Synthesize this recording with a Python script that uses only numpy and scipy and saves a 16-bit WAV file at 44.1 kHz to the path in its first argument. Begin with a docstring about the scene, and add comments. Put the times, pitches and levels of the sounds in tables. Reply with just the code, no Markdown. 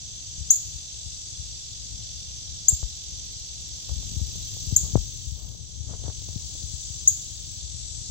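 """First heard are cicadas droning far off in a wood, over still air and a hand rumbling at the left port of a phone.
High among the trunks a songbird gives four short rising chips, whistle and octave, scattered by noise echoes.
A meadow katydid ticks twelve times, then buzzes: bands of noise shaped by wing strokes.
The cicadas are pulsed noise in resonances; the hand is filtered noise, with damped swings for bumps and
short dents for ticks. The two phone ports serve as left and right microphones."""
import sys
import numpy as np
from scipy import signal
from scipy.fft import rfft, irfft
from scipy.io import wavfile
from scipy.ndimage import uniform_filter1d, minimum_filter1d

SR = 44100
rng = np.random.default_rng(int(sys.argv[2]) if len(sys.argv) > 2 else 0)


def dump(signal):
    """Clip the signal to [-1, 1] and save it as 16-bit WAV at the path in sys.argv[1]."""
    limited = np.clip(np.atleast_2d(signal).T, -1, 1)
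    pcm = np.round(limited * 32767).astype(np.int16)
    wavfile.write(sys.argv[1], SR, pcm)


N = 357210  # samples


def undb(db):
    """Decibels to amplitude."""
    return 10 ** (np.asarray(db) / 20)


def unit(x):
    """Scale each channel to an RMS of 1."""
    return x / np.sqrt(np.mean(x ** 2, axis=-1, keepdims=True))


def curve(rows):
    """Columns of a (t/s, ..) table, interpolated at every sample."""
    s, *columns = np.transpose(rows)
    return [np.interp(np.arange(N) / SR, s, column) for column in columns]


def band(x, hz, width_hz):
    """Steep resonance: a two-pole band-pass applied twice, gain 1 at the centre."""
    b, a = signal.iirpeak(hz, hz / width_hz, fs=SR)
    once = signal.lfilter(b, a, x)
    return signal.lfilter(b, a, once)


def sides(pan_db):
    """Left and right gains that differ by pan_db."""
    return undb(np.array([pan_db, -pan_db]) / 2)


def walk(rate):
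    """Random levels held 1 / rate s and slewed twice; spread near 1."""
    hold = int(SR / rate)
    steps = np.repeat(rng.standard_normal(N // hold + 1), hold)
    slewed = uniform_filter1d(uniform_filter1d(steps, hold), hold)
    return 1.28 * slewed[:N]


def add(out, s, x):
    """Mix a stereo sound into out from time s."""
    i = int(s * SR)
    out[:, i:i + x.shape[1]] += x[:, :N - i]


# Far cicada chorus, broad body resonances, then narrow steady peaks that give the drone a fine ripple;
# levels are relative: [f/Hz, width of each filter pass/Hz, left level/dB, right level/dB]
CICADA_BANDS = [(2924, 600, -24.5, -14), (3545, 960, -13.5, -7), (4140, 1040, -13, -8.5),
                (4994, 820, -6, -5.5), (5560, 670, -4, -4.5), (6157, 547, -1, 2), (7035, 395, -2, -9),
                (7740, 770, -5, -10.5), (8600, 500, -25, -32), (2690, 70, -26, -13),
                (3193, 140, -17.5, -4.5), (3427, 74, -14, -3), (3582, 91, -24, 0), (3980, 88, -8, -3.5),
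                (4156, 73, -3.5, -5.5), (4600, 90, -6, -1.5), (4853, 92, -6, 1), (5800, 52, 0, 6),
                (6220, 80, 5.5, -1), (6750, 114, 2, 1.5), (7290, 140, 3, -8), (7853, 100, -2, -17)]
TYMBAL_HZ, RIBS = 44.35, 8  # mean muscle beat; rib clicks per beat
CHORUS_SHARED, CHORUS_LAG = 0.34, 21  # share heard alike at both ports; samples by which the right one lags


def cicadas(top_db):
    """Noise rings in broad and narrow bands, pulsed by the tymbal muscle beat and its rib clicks."""
    beat = 2 * np.pi * np.cumsum(TYMBAL_HZ * (1 + 0.00808 * walk(1.7))) / SR
    out = 0
    for hz, width_hz, l_db, r_db in CICADA_BANDS:
        shift = rng.uniform(0, 1.0, 3)  # radians
        depth = .32 if hz < 4500 else .14
        throb = 1 + depth * np.cos(beat + shift[0])
        throb = throb + 0.07 * np.cos(2 * beat + shift[1])
        throb = throb + 0.32 * np.cos(RIBS * beat + shift[2])
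        left, other = rng.standard_normal((2, N))
        right = CHORUS_SHARED * np.roll(left, CHORUS_LAG) + np.sqrt(1 - CHORUS_SHARED ** 2) * other
        hiss = band(throb * np.array([left, right]), hz, width_hz) * np.sqrt(SR / 15000)
        # turning the phone changes the high bands at the left port only
        turn_db = np.clip((hz - 5500) / 1500, 0, 1) * top_db * np.array([[1], [0]])
        drift_db = .6 * walk(1.126) + 0.72 * walk(8)
        out = out + undb([[l_db], [r_db]] + turn_db + drift_db) * hiss
    return out


# Colour of the still air and distant hum, relative: [f/Hz, left level per Hz/dB, right level per Hz/dB]
HUSH_COLOUR = [(40, 21, 6.5), (108, 16.5, 18), (240, -4.5, 10.5), (650, 2, 5.5), (1020, -6, -1.5),
               (1550, -7, -1.5), (2320, -7.5, 4), (8880, -1.5, 0), (9030, -36, -33), (11400, -36, -44),
               (11870, -14, -3), (12400, -10.5, -7), (13500, -7.5, -10), (16300, -20, -2.5)]
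HUSH_DB = -20.5  # whole hush against the cicadas


def hush():
    """Smooth far noise, coloured in frequency and unrelated at the two ports."""
    hz, *ears_db = np.transpose(HUSH_COLOUR)
    log_f = np.log(np.maximum(np.fft.rfftfreq(N, 1 / SR), 1))
    colour = undb([np.interp(log_f, np.log(hz), db) for db in ears_db])
    spectrum = rfft(rng.standard_normal((2, N)))
    return undb(HUSH_DB) * irfft(spectrum * colour, N)


# Hand gripping the phone: [t/s, rumble level at the left port/dB]
GRIP = [(0.0, -40.5), (1.65, -41), (1.83, -39), (2.84, -40.5), (3.87, -40), (3.9, -33.5), (4.9, -29.5),
        (5.21, -34.5), (5.57, -37.5), (5.91, -34), (6.41, -37.5), (7.04, -38.5), (8.1, -37)]


def rumble():
    """Muscle tremor shakes the case: low noise in two resonances, far weaker at the right port."""
    noise = rng.standard_normal((2, N))
    tremor = unit(band(noise, 64, 42) + 0.36 * band(noise, 96.7, 46.7))
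    return tremor * undb(curve(GRIP)[0] + 1.43 * walk(14)) * undb([[0], [-20.5]])


# Skin sliding on the case in short slips: [t of peak/s, left peak level/dB, fade per 20 dB/s]
SLIPS = [(3.9, -52, .08), (4.2, -59, .12), (4.72, -58, .08), (4.85, -50, .08), (5.38, -57, .3),
         (5.46, -61, .1), (5.9, -47.5, .1), (5.94, -45, .035), (6.06, -46, .025), (6.1, -43, .02),
         (6.3, -62, .6)]
RUB_RISE_S, RUB_FLOOR_DB = .04, -72  # rise per 20 dB; resting contact


def rub():
    """Skin friction: uneven grit between 200 and 800 Hz, swelling with each slip."""
    grit = undb(2.5 * rng.exponential(size=(2, N))) * rng.standard_normal((2, N))
    b, a = signal.butter(2, [200, 800], "band", fs=SR)
    scuff = unit(signal.lfilter(b, a, grit)) * undb(2.0 * walk(53))
    now = np.arange(N) / SR
    slips = sum(undb(db - 20 * np.maximum((s - now) / RUB_RISE_S, (now - s) / fade)) for s, db, fade in SLIPS)
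    return scuff * (slips + undb(RUB_FLOOR_DB)) * undb([[0], [-13]])


# Dull finger bumps on the case: [t near the strongest swing/s, relative left level/dB, nominal ring f/Hz]
BUMPS = [(0.416, -24, 74), (1.07, -25.5, 74), (1.403, -29, 77.6), (2.734, -16, 76), (2.841, -18.5, 57),
         (3.924, -20.5, 71), (3.974, -25, 65), (4.079, -20.5, 65), (4.126, -22.5, 89), (4.175, -18, 81),
         (4.222, -16.5, 81), (4.681, -18.5, 73), (4.731, -12.5, 100), (4.839, -21.5, 94), (4.942, -17, 85),
         (4.96, -5.5, 122.5), (4.989, -18, 54.5), (5.28, -24, 71.6), (5.327, -23.5, 78.5),
         (5.816, -25, 68.5), (5.875, -26.5, 88), (5.916, -23, 82.4), (6.057, -23, 85.5), (6.095, -21, 84),
         (6.296, -26, 91), (6.365, -20, 115), (6.642, -26, 89), (6.744, -24, 80), (6.91, -26.5, 79),
         (7.647, -27.5, 73), (7.752, -25.5, 79)]
BUMP_RIGHT_DB = -28  # right port against left
FAINT_BUMP_COUNT, FAINT_BUMP_DB, FAINT_BUMP_HZ = 9, -32, 72  # placed at random, level and pitch scattered


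def bumps():
    """A bump sets the case swinging low; the swing swells, slows and dies within a few cycles."""
    out = np.zeros((2, N))
    t = np.arange(SR // 8) / SR
    faint = [(.1 + u * (N / SR - .3), FAINT_BUMP_DB + 6 * (v - .5), FAINT_BUMP_HZ * (1 + .3 * (w - .5)))
             for u, v, w in rng.uniform(size=(FAINT_BUMP_COUNT, 3))]
    for s, db, hz in BUMPS + faint:
        cycles = t * hz
        # the case bends quickly at first, then swings slower as it settles
        swing = np.sin(2 * np.pi * (0.76 * cycles + 0.58 * (1 - np.exp(-cycles / .5))))
        swell = cycles / .6 * np.exp(1 - cycles / 0.63)
        add(out, s - .7 / hz, -undb([[db], [db + BUMP_RIGHT_DB]]) * swell * swing)
    return out


# Sharp ticks of skin and case: [t 1 ms before the dent/s, relative left level/dB, relative right level/dB]
CLICKS = [(2.721, -44, -33), (2.829, -40.5, -27.5), (3.893, -45, -31), (4.03, -43, -36),
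          (4.199, -34.5, -42.5), (4.355, -34.5, -59), (4.568, -35.5, -42.5), (4.711, -36.5, -59),
          (4.722, -39.5, -51), (4.844, -40.5, -40), (4.955, 4, -34.5), (4.974, -22, -30.5),
          (5.549, -36, -57), (5.925, -35.5, -47), (5.937, -29.5, -51), (5.951, -32.5, -53),
          (6.0, -38.5, -53), (6.022, -37.5, -54), (6.039, -25.5, -51), (6.049, -33.5, -55),
          (6.081, -20.5, -46), (6.1, -27.5, -62), (6.22, -34.5, -61), (6.287, -30.5, -53),
          (6.36, -39.5, -60), (6.553, -32.5, -56), (6.623, -36.5, -64)]
CLICK_WIDTH_MS, CLICK_RIGHT_WIDTH_MS = .48, .3  # thinner and brighter at the right port


def clicks():
    """Each tick is a sharp inward dent inside a broader rebound, with a little decaying noise."""
    out = np.zeros((2, N))
    t = np.arange(SR // 8) / SR
    for s, l_db, r_db in CLICKS:
        x = (t - .004) * 1000 / np.array([[CLICK_WIDTH_MS], [CLICK_RIGHT_WIDTH_MS]])
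        rebound = 0.31 * np.exp(-(x / 3.6) ** 2)
        dent = np.exp(-x ** 2) + 0.26 * np.exp(-np.hypot(x, .2) / 0.43)
        noise = band((t > .003) * rng.standard_normal(len(t)), 970, 2000)
        snap = rebound - dent + 0.12 * np.exp(-t / .004) * noise
        add(out, s - .003, undb([[l_db], [r_db]]) * snap)
    return out


def hand():
    """Everything the hand does to the case: tremor, rubbing, bumps and ticks."""
    return rumble() + rub() + bumps() + clicks()


# Echo decays of the wood, near leaves then far trunks: [60 dB fade t/s, relative level/dB]
WOOD_DECAYS = [(0.158, -1.5), (.7, -11.5)]
TRUNK_S, TRUNK_DB = 0.0534, 1.5  # delay and level of one trunk's answer at the right, against the fade


def wood():
    """Scattered echoes, uneven in size and different at each port; one trunk on the right answers more strongly."""
    t = np.arange(SR // 2) / SR
    fade = sum(undb(db - 60 * t / t60) for t60, db in WOOD_DECAYS)
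    fade = fade * np.minimum(t / 0.0043, 1)
    trunk = np.exp(-((t - TRUNK_S) / .003) ** 2)
    fade = fade * (1 + undb([[TRUNK_DB - 12], [TRUNK_DB]]) * trunk)
    size = undb(1.8 * rng.exponential(size=(2, len(t))))
    return fade * unit(size * rng.standard_normal((2, len(t))))


# Chips of the bird: [t/s, start f/Hz, f it levels off towards/Hz, glide/ms, swell/ms, length/ms, fade/dB,
#   right lag/ms, left level/dB, right level/dB, octave left level/dB, octave right level/dB, echo level/dB]
CHIPS = [(.5003, 5500, 7500, 12.5, 10, 17.5, -9, .03, -1, -9, -38, -22, -37),
         (2.682, 5950, 7570, 7.5, 4, 18, -11, .04, -1, -10, -38, -25, -40),
         (4.7612, 5950, 7900, 9.5, 4.5, 13, -16, .03, -1, -9, -32, -15, -37.5),
         (7.0735, 5950, 7400, 11, 4.5, 14.5, -3, .075, -2.5, -6.5, -41, -41, -41)]
OCTAVE_ECHO_DB = -21.5  # octave against whistle in the echo, mean of the two ports


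def bird():
    """A whistle that leaps up and levels off, with its octave; the beak aims each differently at the two ports."""
    out = np.zeros((2, N))
    for s, lo_hz, hi_hz, glide, swell, length, fade_db, lag, l_db, r_db, l2_db, r2_db, echo_db in CHIPS:
        ms = np.maximum(np.arange(SR // 40) / SR * 1000 - np.array([[0], [lag]]), 0)
        rise = ms / glide / (1 + (ms / glide) ** 4) ** (1 / 4)
        pitch_hz = (lo_hz + (hi_hz - lo_hz) * rise) * (ms > 0)
        phase = 2 * np.pi * np.cumsum(pitch_hz, axis=1) / SR
        effort = np.sin(np.pi / 2 * np.clip(ms / swell, 0, 1)) ** 1.4
        effort = effort * np.clip((length - ms) / 2, 0, 1)  # closes over the last 2 ms
        effort = effort * undb(fade_db * np.clip((ms - swell) / (length - swell), 0, 1) ** .8)
        tone = effort * np.sin(phase)
        # the octave grows faster than the whistle with effort
        octave = effort ** 1.1 * np.sin(2 * phase)
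        add(out, s, undb([[l_db], [r_db]]) * tone + undb([[l2_db], [r2_db]]) * octave)
        octave_gain = undb(OCTAVE_ECHO_DB + np.array([[-3.0], [3.0]]))
        spread = undb(echo_db) * (tone[:1] + octave_gain * octave[0])
        add(out, s, sides(np.array([1.5])) * signal.fftconvolve(spread, wood(), axes=1))
    return out


TICK_COUNT, FIRST_TICK_S, TICK_GAP_S = 12, 2.885, .0719
TICK_DB, TICK_SCATTER_DB = -60, 1.5


def katydid_ticks():
    """Single wing strokes: evenly spaced short scrapes of high noise."""
    out = np.zeros((2, N))
    stroke = np.hanning(SR // 60)
    for k, chance in enumerate(rng.standard_normal(TICK_COUNT)):
        scrape = unit(band(rng.standard_normal((2, N // 100)), 13900, 2600))[:, -len(stroke):]
        level = undb(TICK_DB + TICK_SCATTER_DB * chance) * sides(np.array([-4.5]))
        add(out, FIRST_TICK_S + k * TICK_GAP_S, level * stroke * scrape)
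    return out


# Katydid buzz: [t/s, relative level/dB, centre f/Hz, left minus right level/dB]
BUZZ = [(3.69, -88, 14000, -5), (3.72, -69, 14100, -5), (3.9, -62, 14300, -5), (4.7, -55, 14700, -5),
        (5.3, -60, 15200, -5), (5.48, -64, 14500, -10), (5.62, -72, 15200, -2), (6.0, -72, 15700, 2),
        (6.25, -59, 15700, -2), (6.9, -60, 15700, 2), (7.58, -59, 15700, 2), (7.62, -88, 15500, 1)]
STROKE_HZ = 34  # mean rate


def katydid_buzz():
    """Wing strokes run together: high noise throbs while its bright region slides across three bands."""
    throb = .3 + np.sin(np.pi * np.cumsum(STROKE_HZ * (1 + 0.013 * walk(2.2))) / SR) ** 2
    db, hz, pan_db = curve(BUZZ)
    wing = 0
    for f in (13600, 14500, 15500):
        nearness = np.exp(-((hz - f) / 850) ** 2)
        wing = wing + nearness * unit(band(rng.standard_normal((2, N)), f, 1100))
    return undb(db) * sides(pan_db) * throb * wing


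# Distant wood reaching the moving phone:
# [t/s, relative level/dB, left minus right level/dB, change at the top of the chorus/dB]
AIR = [(0.0, -34, -1, 0), (0.38, -33, 0.5, 1), (2.5, -32.5, 1, -2), (3.9, -32.5, -.5, 0),
       (4.71, -31, 1.5, 0.5), (5.14, -34, 1.5, 1), (5.3, -36, 2, 2), (5.55, -40, 1.5, 1),
       (5.84, -37.5, 1.5, 0.5), (6.07, -35, 1.5, 0.5), (6.79, -32, 3.5, 2), (7.35, -33.5, 1.5, 1.5),
       (8.1, -32.5, 3, 2.5)]


def scene():
    """Far cicadas and hush move with the phone; hand, bird and katydid are added."""
    air_db, pan_db, top_db = curve(AIR)
    far = undb(air_db) * sides(pan_db) * (cicadas(top_db) + hush())
    return far + hand() + bird() + katydid_ticks() + katydid_buzz()


DARK_BAND_HZ, DARK_BAND_WIDTH_HZ = 10100, 1000
TOP_HZ = 15850  # nothing much is heard above


def record(dry):
    """A narrow band near 10 kHz is quiet; a quick limiter holds the peaks and ducks the background; the top is cut."""
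    b, a = signal.iirnotch(DARK_BAND_HZ, DARK_BAND_HZ / DARK_BAND_WIDTH_HZ, fs=SR)
    dry = signal.lfilter(b, a, dry)
    peak = -minimum_filter1d(-np.abs(dry).max(axis=0), size=301)  # loudest nearby sample of either port
    gain = uniform_filter1d(np.minimum(.92 / peak, 1), size=301)
    top_cut = signal.ellip(10, .2, 80, TOP_HZ, fs=SR, output="sos")
    return signal.sosfilt(top_cut, dry * gain)


dry = scene()
out = record(dry)
dump(out)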